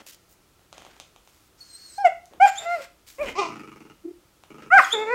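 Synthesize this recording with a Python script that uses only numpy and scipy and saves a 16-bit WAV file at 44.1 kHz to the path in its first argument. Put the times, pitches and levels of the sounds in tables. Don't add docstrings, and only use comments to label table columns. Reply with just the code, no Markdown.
import sys
import numpy as np
from scipy import signal
from scipy.fft import rfft, irfft, next_fast_len
from scipy.io import wavfile

SR = 44100
rng = np.random.default_rng(int(sys.argv[2]) if len(sys.argv) > 2 else 0)


def generate_wav(signal):
    frames = np.transpose(np.atleast_2d(signal))
    scaled = np.clip(frames, -1, 1) * 32767
    pcm = np.round(scaled).astype(np.int16)
    wavfile.write(sys.argv[1], SR, pcm)


N = 226787
TIME = np.arange(N) / SR
CUTOFF_HZ = 15750



def from_db(db):
    return 10 ** (np.asarray(db) / 20)


def rms_one(x):
    return x / np.sqrt(np.mean(x ** 2) + 1e-20)


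def at_hz(points, hz):
    f, value = np.transpose(points)
    return np.interp(np.log(np.maximum(hz, 1)), np.log(f), value)


def follow(rows, fade_s):
    s, *columns = np.transpose(rows)
    at = np.flatnonzero((TIME > s[0] - fade_s) & (TIME < s[-1] + fade_s))
    inside = np.minimum(TIME[at] - s[0], s[-1] - TIME[at])
    gate = np.sin(np.pi / 2 * np.clip(1 + inside / fade_s, 0, 1)) ** 2
    return at, gate, [np.interp(TIME[at], s, column) for column in columns]


def span(start, length, fade_s):
    at, gate, (t,) = follow([(start, 0), (start + length, length)], fade_s)
    return at, gate, t


def drift(rate_hz, size):
    r = np.exp(-2 * np.pi * rate_hz / SR)
    warm_up = 4000
    slow = signal.lfilter([1], [1, -2 * r, r * r], rng.standard_normal(size + warm_up))
    return rms_one(slow[warm_up:])


def noise(colour, size, tilt_db=0):
    padded = next_fast_len(size)
    hz = np.maximum(np.fft.rfftfreq(padded, 1 / SR), 1)
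    gain = from_db(at_hz(colour, hz) + tilt_db * np.log2(np.maximum(hz, 500)))
    gain = gain * np.minimum(hz / colour[0][0], 1) ** 2
    return rms_one(irfft(rfft(rng.standard_normal(padded)) * gain, padded)[:size])


def swell(row, colour, fade_s):
    start, length, level_db, db_per_s = row
    at, gate, t = span(start, length, fade_s)
    out = np.zeros(N)
    out[at] = gate * from_db(level_db + db_per_s * t) * noise(colour, len(at))
    return out


def resonate(x, modes):
    out = 0
    for k, (hz, width, db) in enumerate(modes):
        r = np.exp(-np.pi * width / SR)
        poles = [1, -2 * r * np.cos(2 * np.pi * hz / SR), r * r]
        gain = (-1) ** k * from_db(db) * (1 - r * r) / 2
        out = out + gain * signal.lfilter([1, 0, -1], poles, x)
    return out


def add(track, s, sound):
    i = max(int(s * SR), 0)
    track[i:i + len(sound)] += sound[:N - i]


def floor_noise():
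    # hz, level_db
    background_colour = [(12, -36.5), (20, -7.5), (54, -3), (144, -9.5), (180, -10), (259, -15),
                         (298, -8.5), (393, -12), (491, -15), (1100, -18.5), (1340, -14.5), (1500, -20.5),
                         (6360, -25), (15500, -30)]
    return from_db(-60) * noise(background_colour, N)


def scuffs_and_puffs(grain_db):
    # start_s, length_s, level_db, tilt_db_per_octave
    burst_rows = [(0.0, 0.016, -48, -5.5), (0.067, 0.042, -45, 4.5), (0.125, 0.023, -48.5, 4),
                  (0.294, .045, -57, 9.5), (0.741, 0.18, -56.5, -3.5), (0.931, 0.077, -60, -4),
                  (1.25, 0.23, -63.5, 4), (2.315, 0.07, -54.5, -12), (2.818, 0.028, -47.5, -0.5),
                  (3.07, 0.039, -48.5, 3), (3.101, 0.099, -55.5, 4), (3.231, 0.097, -47, -2),
                  (4.565, 0.064, -58.5, -7.5), (4.622, 0.036, -52.5, -6.5)]
    # hz, level_db
    burst_colour = [(200, -2.5), (700, -7), (2000, 2), (4000, -1.5), (7000, -3), (10000, -11),
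                    (15000, -12.5)]
    out = np.zeros(N)
    for s, length, level_db, tilt_db in burst_rows:
        at, gate, (db,) = follow([(s, level_db), (s + length, level_db - 3)], fade_s=0.0065)
        grain = grain_db * drift(200, len(at))
        out[at] += gate * from_db(db + grain) * noise(burst_colour, len(at), tilt_db)
    return out


def bites(crumble, crumble_s, size=3000):
    # start_s, peak_db, tilt_db_per_octave
    bite_rows = [(0.066, -40.5, -1), (0.594, -46.5, -13), (0.728, -28, -1.0), (0.781, -30, -1.5),
                 (0.821, -33.5, -2), (0.85, -31.5, -1.0), (0.866, -34.5, -6), (0.966, -40.5, -3),
                 (1, -25.5, 2), (1.162, -37, -2.5), (1.275, -40.5, -2), (2.257, -38, 10),
                 (2.336, -36.5, -6.5), (4.437, -37, -2.5)]
    # hz, width_hz, level_db
    chew_modes = [(700, 360, 4), (1360, 800, -4), (2300, 1200, -2.5), (3800, 1500, -3), (6200, 1200, -3.5),
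                  (9900, 4000, -18)]
    out, t = np.zeros(N), TIME[:size]
    for s, peak_db, tilt_db in bite_rows:
        crumbs = rng.standard_normal(size) ** 3 * np.exp(-t / crumble_s)
        crack = (t == 0) + crumble * crumbs
        modes = [(hz, width, db + rng.normal(0, 1) + tilt_db * np.log2(hz / 2000))
                 for hz, width, db in chew_modes]
        ring = resonate(crack, modes)
        add(out, s, from_db(peak_db) * ring / np.abs(ring).max())
    return out


def nose_air():
    # start_s, length_s, level_db, swell_db_per_s
    air_row = (1.6, .38, -64.5, 11)
    # hz, level_db
    air_colour = [(1500, -4), (3500, -11), (4300, 0.5), (7000, -1.5), (9000, -17), (15000, -15)]
    return swell(air_row, air_colour, fade_s=.035)


def whistle(gesture, waver, third_db, flicker_db):
    at, gate, pitch, level_db, octave_db = gesture
    phase = 2 * np.pi * np.cumsum(pitch * (1 + waver * drift(440, len(at)))) / SR
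    octave = from_db(octave_db)
    tone = (np.sin(phase) + octave * np.sin(2 * phase)) / np.hypot(1, octave)
    tone = tone + from_db(third_db) * np.sin(3 * phase)
    flicker = flicker_db * drift(40, len(at))
    out = np.zeros(N)
    out[at] = np.sqrt(2) * gate * from_db(level_db + flicker) * tone
    return out


def long_whistle(fade_s):
    # time_s, pitch_hz, level_db
    contour = [(1.61, 4401, -53), (1.744, 4121, -52), (1.752, 4103, -42), (1.778, 4396, -52),
               (1.858, 4335, -47), (1.898, 4097, -43.5), (1.918, 4030, -50), (1.938, 3987, -45),
               (1.98, 4296, -47)]
    at, gate, (pitch, level_db) = follow(contour, fade_s)
    even_hz, hz_per_db = 4170, 14.5
    return at, gate, pitch, level_db, (even_hz - pitch) / hz_per_db


def squeak(row, fade_s):
    start, length, start_hz, end_hz, bend, peak_db, octave_db = row
    at, gate, t = span(start, length, fade_s)
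    peak_share, edge_db = .68, 11.5
    level_db = peak_db - edge_db * np.interp(t / length, [0, peak_share, 1], [1, 0, 1])
    pitch = start_hz + (end_hz - start_hz) * (t / length) ** bend
    return at, gate, pitch, level_db, octave_db


def squeaks():
    # start_s, length_s, start_pitch_hz, end_pitch_hz, bend (exponent), level_db, octave_db
    squeak_rows = [(1.983, .035, 5000, 5400, .6, -49, -12), (2.461, 0.04, 3790, 3330, 1.23, -38.5, 15),
                   (2.559, .04, 3190, 3830, 1, -33.5, 0), (4.819, 0.036, 4370, 3200, .7, -35, 0),
                   (4.909, 0.031, 3180, 3800, 1.63, -25, -11.5)]
    return sum(whistle(squeak(row, fade_s=.0066), waver=.018, third_db=-22, flicker_db=5.5)
               for row in squeak_rows)


def call(gesture, throat, jitter, flutter, air_db, hiss_db, clear_hz):
    at, gate, pitch, level_db, mouth_db, upper_db, rough = gesture
    size = len(at)
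    rough = np.clip(rough, 0, 1)
    phase = 2 * np.pi * np.cumsum(pitch * (1 + jitter * rough * drift(130, size))) / SR
    blur_hz = 70 + 450 * rough.mean()
    voice, power = 0, 0
    for k in range(1, int(CUTOFF_HZ / pitch.max()) + 1):
        hz = k * pitch
        mouth = at_hz([(850, 0), (1100, 1), (1620, 1), (2000, 0)], hz)
        upper = at_hz([(1620, 0), (2000, 1), (2550, 1), (3200, .4), (4500, .25)], hz)
        gain = from_db(at_hz(throat, hz) + mouth * mouth_db + upper * upper_db)
        clean = 1 / (1 + (hz / clear_hz) ** 4)
        smear = flutter * rough + (1 - clean) / 2
        shake = drift(blur_hz, size) * np.sin(k * phase) + drift(blur_hz, size) * np.cos(k * phase)
        voice = voice + gain * (clean * np.sin(k * phase) + smear * shake)
        power = power + gain ** 2 * (clean ** 2 / 2 + smear ** 2)
    # hz, level_db
    teeth_colour = [(500, -5.5), (1400, -1), (2500, 1.5), (3800, -20), (5200, -13.5), (7500, -11),
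                    (10000, -26), (12000, -25), (15000, -35)]
    air = from_db(air_db) * noise(throat, size) + from_db(hiss_db) * noise(teeth_colour, size)
    puffs = air * rough * (1 + np.cos(phase))
    sound = gate * from_db(level_db) * (voice / np.sqrt(power) + puffs)
    rumble_cut = signal.butter(3, pitch.min() / 2, "high", fs=SR, output="sos")
    out = np.zeros(N)
    out[at] = signal.sosfilt(rumble_cut, sound)
    return out


def yelp(row, fade_s):
    (start, length, rise_s, top_hz, end_hz, delay, attack, hold, release, push_db,
     mouth_db, mouth_swing_db, upper_db, upper_swing_db, rough) = row
    at, gate, t = span(start, length, fade_s)
    rise_breadth_s, fall_power = 0.13, 1.5
    rise = 1 - (np.minimum(t - rise_s, 0) / rise_breadth_s) ** 2
    fall = np.clip((t - rise_s) / (length - rise_s), 0, 1) ** fall_power
    pitch = top_hz * rise + (end_hz - top_hz) * fall
    push = np.interp(t, np.cumsum([delay, attack, hold, release]), [0, 1, 1, 0])
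    soft_db, soft_dull_db = -24.5, 8
    level_db = 20 * np.log10(push * from_db(push_db) + (1 - push) * from_db(soft_db))
    sag = np.clip(np.log2(top_hz / pitch) / .3, 0, 1)
    mouth_db = mouth_db + mouth_swing_db * sag
    upper_db = upper_db + upper_swing_db * sag - soft_dull_db * (1 - push)
    rough = rough + .06 * sag + 0.19 * fall ** 2 * np.sqrt(1 - push)
    return at, gate, pitch, level_db, mouth_db, upper_db, rough


def yelps():
    # start_s, length_s, rise_s, top_pitch_hz, end_pitch_hz, push_delay_s, push_attack_s,
    # push_hold_s, push_release_s, push_level_db, mouth_lift_db, mouth_swing_db, upper_lift_db,
    # upper_swing_db, roughness (0-1)
    yelp_rows = [(1.986, .096, .024, 814.5, 640, 0.057, 0.0096, 0.0048, .026, -7, -3, -13, -2, 11, .005),
                 (2.406, .076, 0.043, 808, 660, -0.0054, 0.029, 0.029, 0.0053, -4.5, -6.5, 10.5, 3.5, 14.5, 0.01),
                 (4.709, .096, .056, 796.7, 523, .002, 0.025, 0.058, .016, -7, 10, 15, 3, 28.5, 0.07)]
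    # hz, level_db
    throat = [(300, -6), (550, 0), (850, 1.5), (1450, -9.5), (2300, -19.5), (3150, -34), (3900, -49),
              (4900, -39), (6200, -42.5), (7500, -41.5), (10000, -52), (15000, -68)]
    return sum(call(yelp(row, fade_s=.008), throat, jitter=0.083, flutter=0.58,
                    air_db=-13, hiss_db=-15, clear_hz=5900) for row in yelp_rows)


def rasps():
    # start_s, length_s, level_db, swell_db_per_s
    rasp_rows = [(2.468, 0.023, -36, 58.5), (2.528, 0.12, -49, 27), (2.699, .15, -50, 20),
                 (4.788, 0.145, -34, -60), (4.98, 0.024, -51, -1)]
    # hz, level_db
    rasp_colour = [(900, -0.5), (1500, 5), (2500, 4.5), (3600, -5.5), (5200, -1), (6200, -10.5),
                   (7400, -7.5), (9000, -9), (10300, -19), (12000, -10.5), (15000, -20.5)]
    return sum(swell(row, rasp_colour, fade_s=.022) for row in rasp_rows)


def moan(curve, voicing, fade_s):
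    at, gate, (pitch, level_db) = follow(curve, fade_s)
    mouth_db, upper_db, onset_rough = voicing
    opening = np.tanh(np.log2(pitch / np.median(pitch)) / 0.097)
    rough = 0.05 * 2 ** ((level_db.max() - level_db) / 5.5)
    settle_s = 0.09
    rough = rough + onset_rough * np.exp(-(TIME[at] - TIME[at[0]]) / settle_s)
    return at, gate, pitch, level_db, mouth_db + 8.5 * opening, upper_db + 5 * opening, rough


def moans():
    # time_s, pitch_hz, level_db
    curves = [
        [(2.6, 664.6, -40.5), (2.648, 663, -39.5), (2.662, 680.7, -26.5), (2.72, 699.4, -22), (2.75, 696, -22),
         (2.796, 561, -40), (2.81, 543, -37)],
        [(4.94, 460.7, -25), (4.984, 422, -25.5), (5.024, 439, -23.5), (5.054, 424, -29.5), (5.12, 490, -21),
         (5.135, 495, -18)],
    ]
    # mouth_lift_db, upper_lift_db, onset_roughness (0-1)
    voicings = [(-5, 5, 0), (-2, 11, 0.23)]
    # hz, level_db
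    throat = [(250, -2), (420, 3), (720, -1), (900, -2.5), (1400, -8), (1800, -16), (2200, -19),
              (2700, -28), (3400, -68), (4100, -32.5), (5100, -40), (6000, -40), (7200, -40), (15000, -75)]
    return sum(call(moan(curve, voicing, fade_s=0.013), throat, jitter=0.063, flutter=0.47,
                    air_db=-9.5, hiss_db=-15, clear_hz=7000)
               for curve, voicing in zip(curves, voicings))


def snap(row, fade_s):
    (start, length, peak_s, rest_hz, peak_hz, peak_db, rough,
     mouth_db, upper_db, throb_hz, throb_db, fade_db) = row
    at, gate, t = span(start, length, fade_s)
    pitch_width_s, onset_db = .025, 13
    slack = 1 - np.exp(-((t - peak_s) / pitch_width_s) ** 2)
    pitch = peak_hz + (rest_hz - peak_hz) * slack
    level_db = peak_db - np.interp(t, [0, peak_s, length], [onset_db, 0, fade_db])
    level_db = level_db - throb_db * np.sin(np.pi * throb_hz * (t - peak_s)) ** 4
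    return at, gate, pitch, level_db, mouth_db + 10 * slack, upper_db + 6 * slack, rough + 0.17 * slack


def snaps_of(kind, fade_s):
    # start_s, length_s, peak_time_s, rest_pitch_hz, peak_pitch_hz, level_db, roughness (0-1),
    # mouth_lift_db, upper_lift_db, throb_rate_hz, throb_depth_db, end_fade_db, kind
    snap_rows = [(3.187, 0.07, 0.03, 499, 605.7, -22.5, 0.07, -2.5, -2.5, 0, 0, 14, "yip"),
                 (3.26, 0.043, 0.028, 493.5, 528.6, -31.5, 0.74, 4, 27, 0, 0, 10.5, "yip"),
                 (3.358, 0.11, .035, 329.7, 411.8, -18.5, 0.1, -2.5, 3, 27.5, 4.5, 13, "bark"),
                 (4.045, 0.066, .010, 351, 332, -29.5, 0, -40, -27, 32.5, 10.5, 5.5, "woof")]
    return [snap(row[:-1], fade_s) for row in snap_rows if row[-1] == kind]


def yips():
    # hz, level_db
    throat = [(200, 8), (550, -0.5), (1150, -15), (1750, -25.5), (2450, -7.5), (3300, -40.5), (6000, -45),
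              (10000, -42.5), (15000, -46)]
    return sum(call(gesture, throat, jitter=0.093, flutter=0.57, air_db=2.5, hiss_db=-5.5, clear_hz=3200)
               for gesture in snaps_of("yip", fade_s=0.0056))


def thump():
    # start_s, length_s, level_db, swell_db_per_s
    bump_row = (3.22, .25, -35, -110)
    # hz, level_db
    bump_colour = [(12, -38.5), (20, -3), (43, 6.5), (94, -6), (124, -20), (220, -10), (290, -39),
                   (480, -120)]
    return swell(bump_row, bump_colour, fade_s=.03)


def barks():
    # hz, level_db
    throat = [(150, 9), (350, 3.5), (800, 4.5), (1200, 8.5), (1650, -46), (2050, -10), (2500, -5.5),
              (3300, -16.5), (5500, -12), (7500, -24), (9000, -33), (10500, -46), (15000, -70.5)]
    return sum(call(gesture, throat, jitter=0.112, flutter=0.91, air_db=-28, hiss_db=-13, clear_hz=3250)
               for gesture in snaps_of("bark", fade_s=.008))


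def flaps():
    # start_s, length_s, first_gap_s, gap_lengthening_s, peak_db, swell_db_per_s, treble_db
    growl_rows = [(3.486, .42, .035, .0014, -27, -27, -1.5), (4.504, .18, .0395, 0, -33, 0, -2.5)]
    for start, length, gap, lengthening, peak_db, db_per_s, treble_db in growl_rows:
        t = 0
        while t < length:
            strength_db, colour_db = rng.normal(0, .5, 2)
            yield start + t, peak_db + db_per_s * t + strength_db, treble_db + colour_db
            t = t + gap
            gap = gap + lengthening


def growl(rasp, size=3000):
    # hz, width_hz, level_db
    throat_modes = [(144, 30, -0.5), (219, 41, 0), (305.4, 91, 2.5), (440, 150, -3), (824, 124, -12),
                    (1277, 103, -5.5), (2293, 280, -14), (2805, 210, -14.5), (5620, 2020, -30.5)]
    out, t = np.zeros(N), TIME[:size]
    treble_only = signal.butter(2, 600, "high", fs=SR, output="sos")
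    for s, peak_db, treble_db in flaps():
        air = signal.sosfilt(treble_only, rng.standard_normal(size)) * np.exp(-t / .005)
        modes = [(hz, width, db + treble_db * np.clip(np.log10(hz / 250), 0, 1))
                 for hz, width, db in throat_modes]
        ring = resonate((t == 0) + rasp * air, modes)
        add(out, s, from_db(peak_db) * ring / np.abs(ring).max())
    return out


def woofs():
    # hz, level_db
    throat = [(150, -17), (335, 6), (680, -25.5), (1400, -11), (2400, -15), (4000, -56), (15000, -71)]
    return sum(call(gesture, throat, jitter=0.017, flutter=0.11, air_db=-34, hiss_db=-44, clear_hz=2014)
               for gesture in snaps_of("woof", fade_s=0.01))


def echoes(x):
    # delay_s, level_db
    reflections = [(.0097, -2), (.019, -5.5)]
    return sum(from_db(db) * np.interp(TIME - delay, TIME, x, left=0) for delay, db in reflections)


def room(x, onset_s):
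    # hz, t60_s
    decay_times = [(150, 0.61), (700, 0.24), (2000, 0.35), (6000, 0.35), (15000, 0.083)]
    t, response = TIME[:SR * 2 // 3], 0
    edges = np.geomspace(70, 18000, 9)
    for low, high in zip(edges, edges[1:]):
        band_pass = signal.butter(2, [low, high], "band", fs=SR, output="sos")
        band = signal.sosfilt(band_pass, rng.standard_normal(len(t)))
        response = response + band * from_db(-60 * t / at_hz(decay_times, np.sqrt(low * high)))
    response = response * (1 - np.exp(-(t / onset_s) ** 2))
    return signal.fftconvolve(x, response / np.sqrt(np.sum(response ** 2)))[:N]


def scene():
    bursts = scuffs_and_puffs(grain_db=3.0)
    gnawing = from_db(0.5) * bites(crumble=0.013, crumble_s=0.0017)
    whine = whistle(long_whistle(fade_s=.0066), waver=0.0034, third_db=-19.5, flicker_db=5.0)
    nose = from_db(5.5) * nose_air() + from_db(-3.0) * whine + from_db(-1.5) * squeaks()
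    yelping = from_db(-1.5) * yelps()
    hoarse = from_db(-0.5) * rasps()
    moaning = from_db(-1.5) * moans()
    yip, bark, woof = yips(), barks(), woofs()
    rumble = from_db(-3.5) * growl(rasp=0.15)

    direct = bursts + gnawing + nose + yelping + hoarse + moaning
    direct = direct + from_db(-1.0) * (yip + bark) + woof + rumble + echoes(rumble)

    sent = from_db(-11.5) * (moaning + bursts + hoarse) + from_db(-5.0) * gnawing + from_db(-8.5) * nose
    sent = sent + from_db(-10.5) * (yelping + yip) + from_db(-7.5) * bark
    sent = sent + from_db(-16.5) * woof + from_db(-6) * rumble

    unreflected = from_db(-0.5) * floor_noise() + from_db(-5.0) * thump()
    return (direct + room(sent, onset_s=0.0042) + unreflected)[None]


def record(dry):
    rounded = dry / (1 + dry ** 8) ** (1 / 8)
    lopsided = rounded + .006 * rounded ** 4
    bass_cut = signal.butter(2, 30, "high", fs=SR, output="sos")
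    top_cut = signal.ellip(10, .1, 90, CUTOFF_HZ, fs=SR, output="sos")
    return signal.sosfilt(top_cut, signal.sosfilt(bass_cut, lopsided))


dry = scene()
out = record(dry)
generate_wav(out)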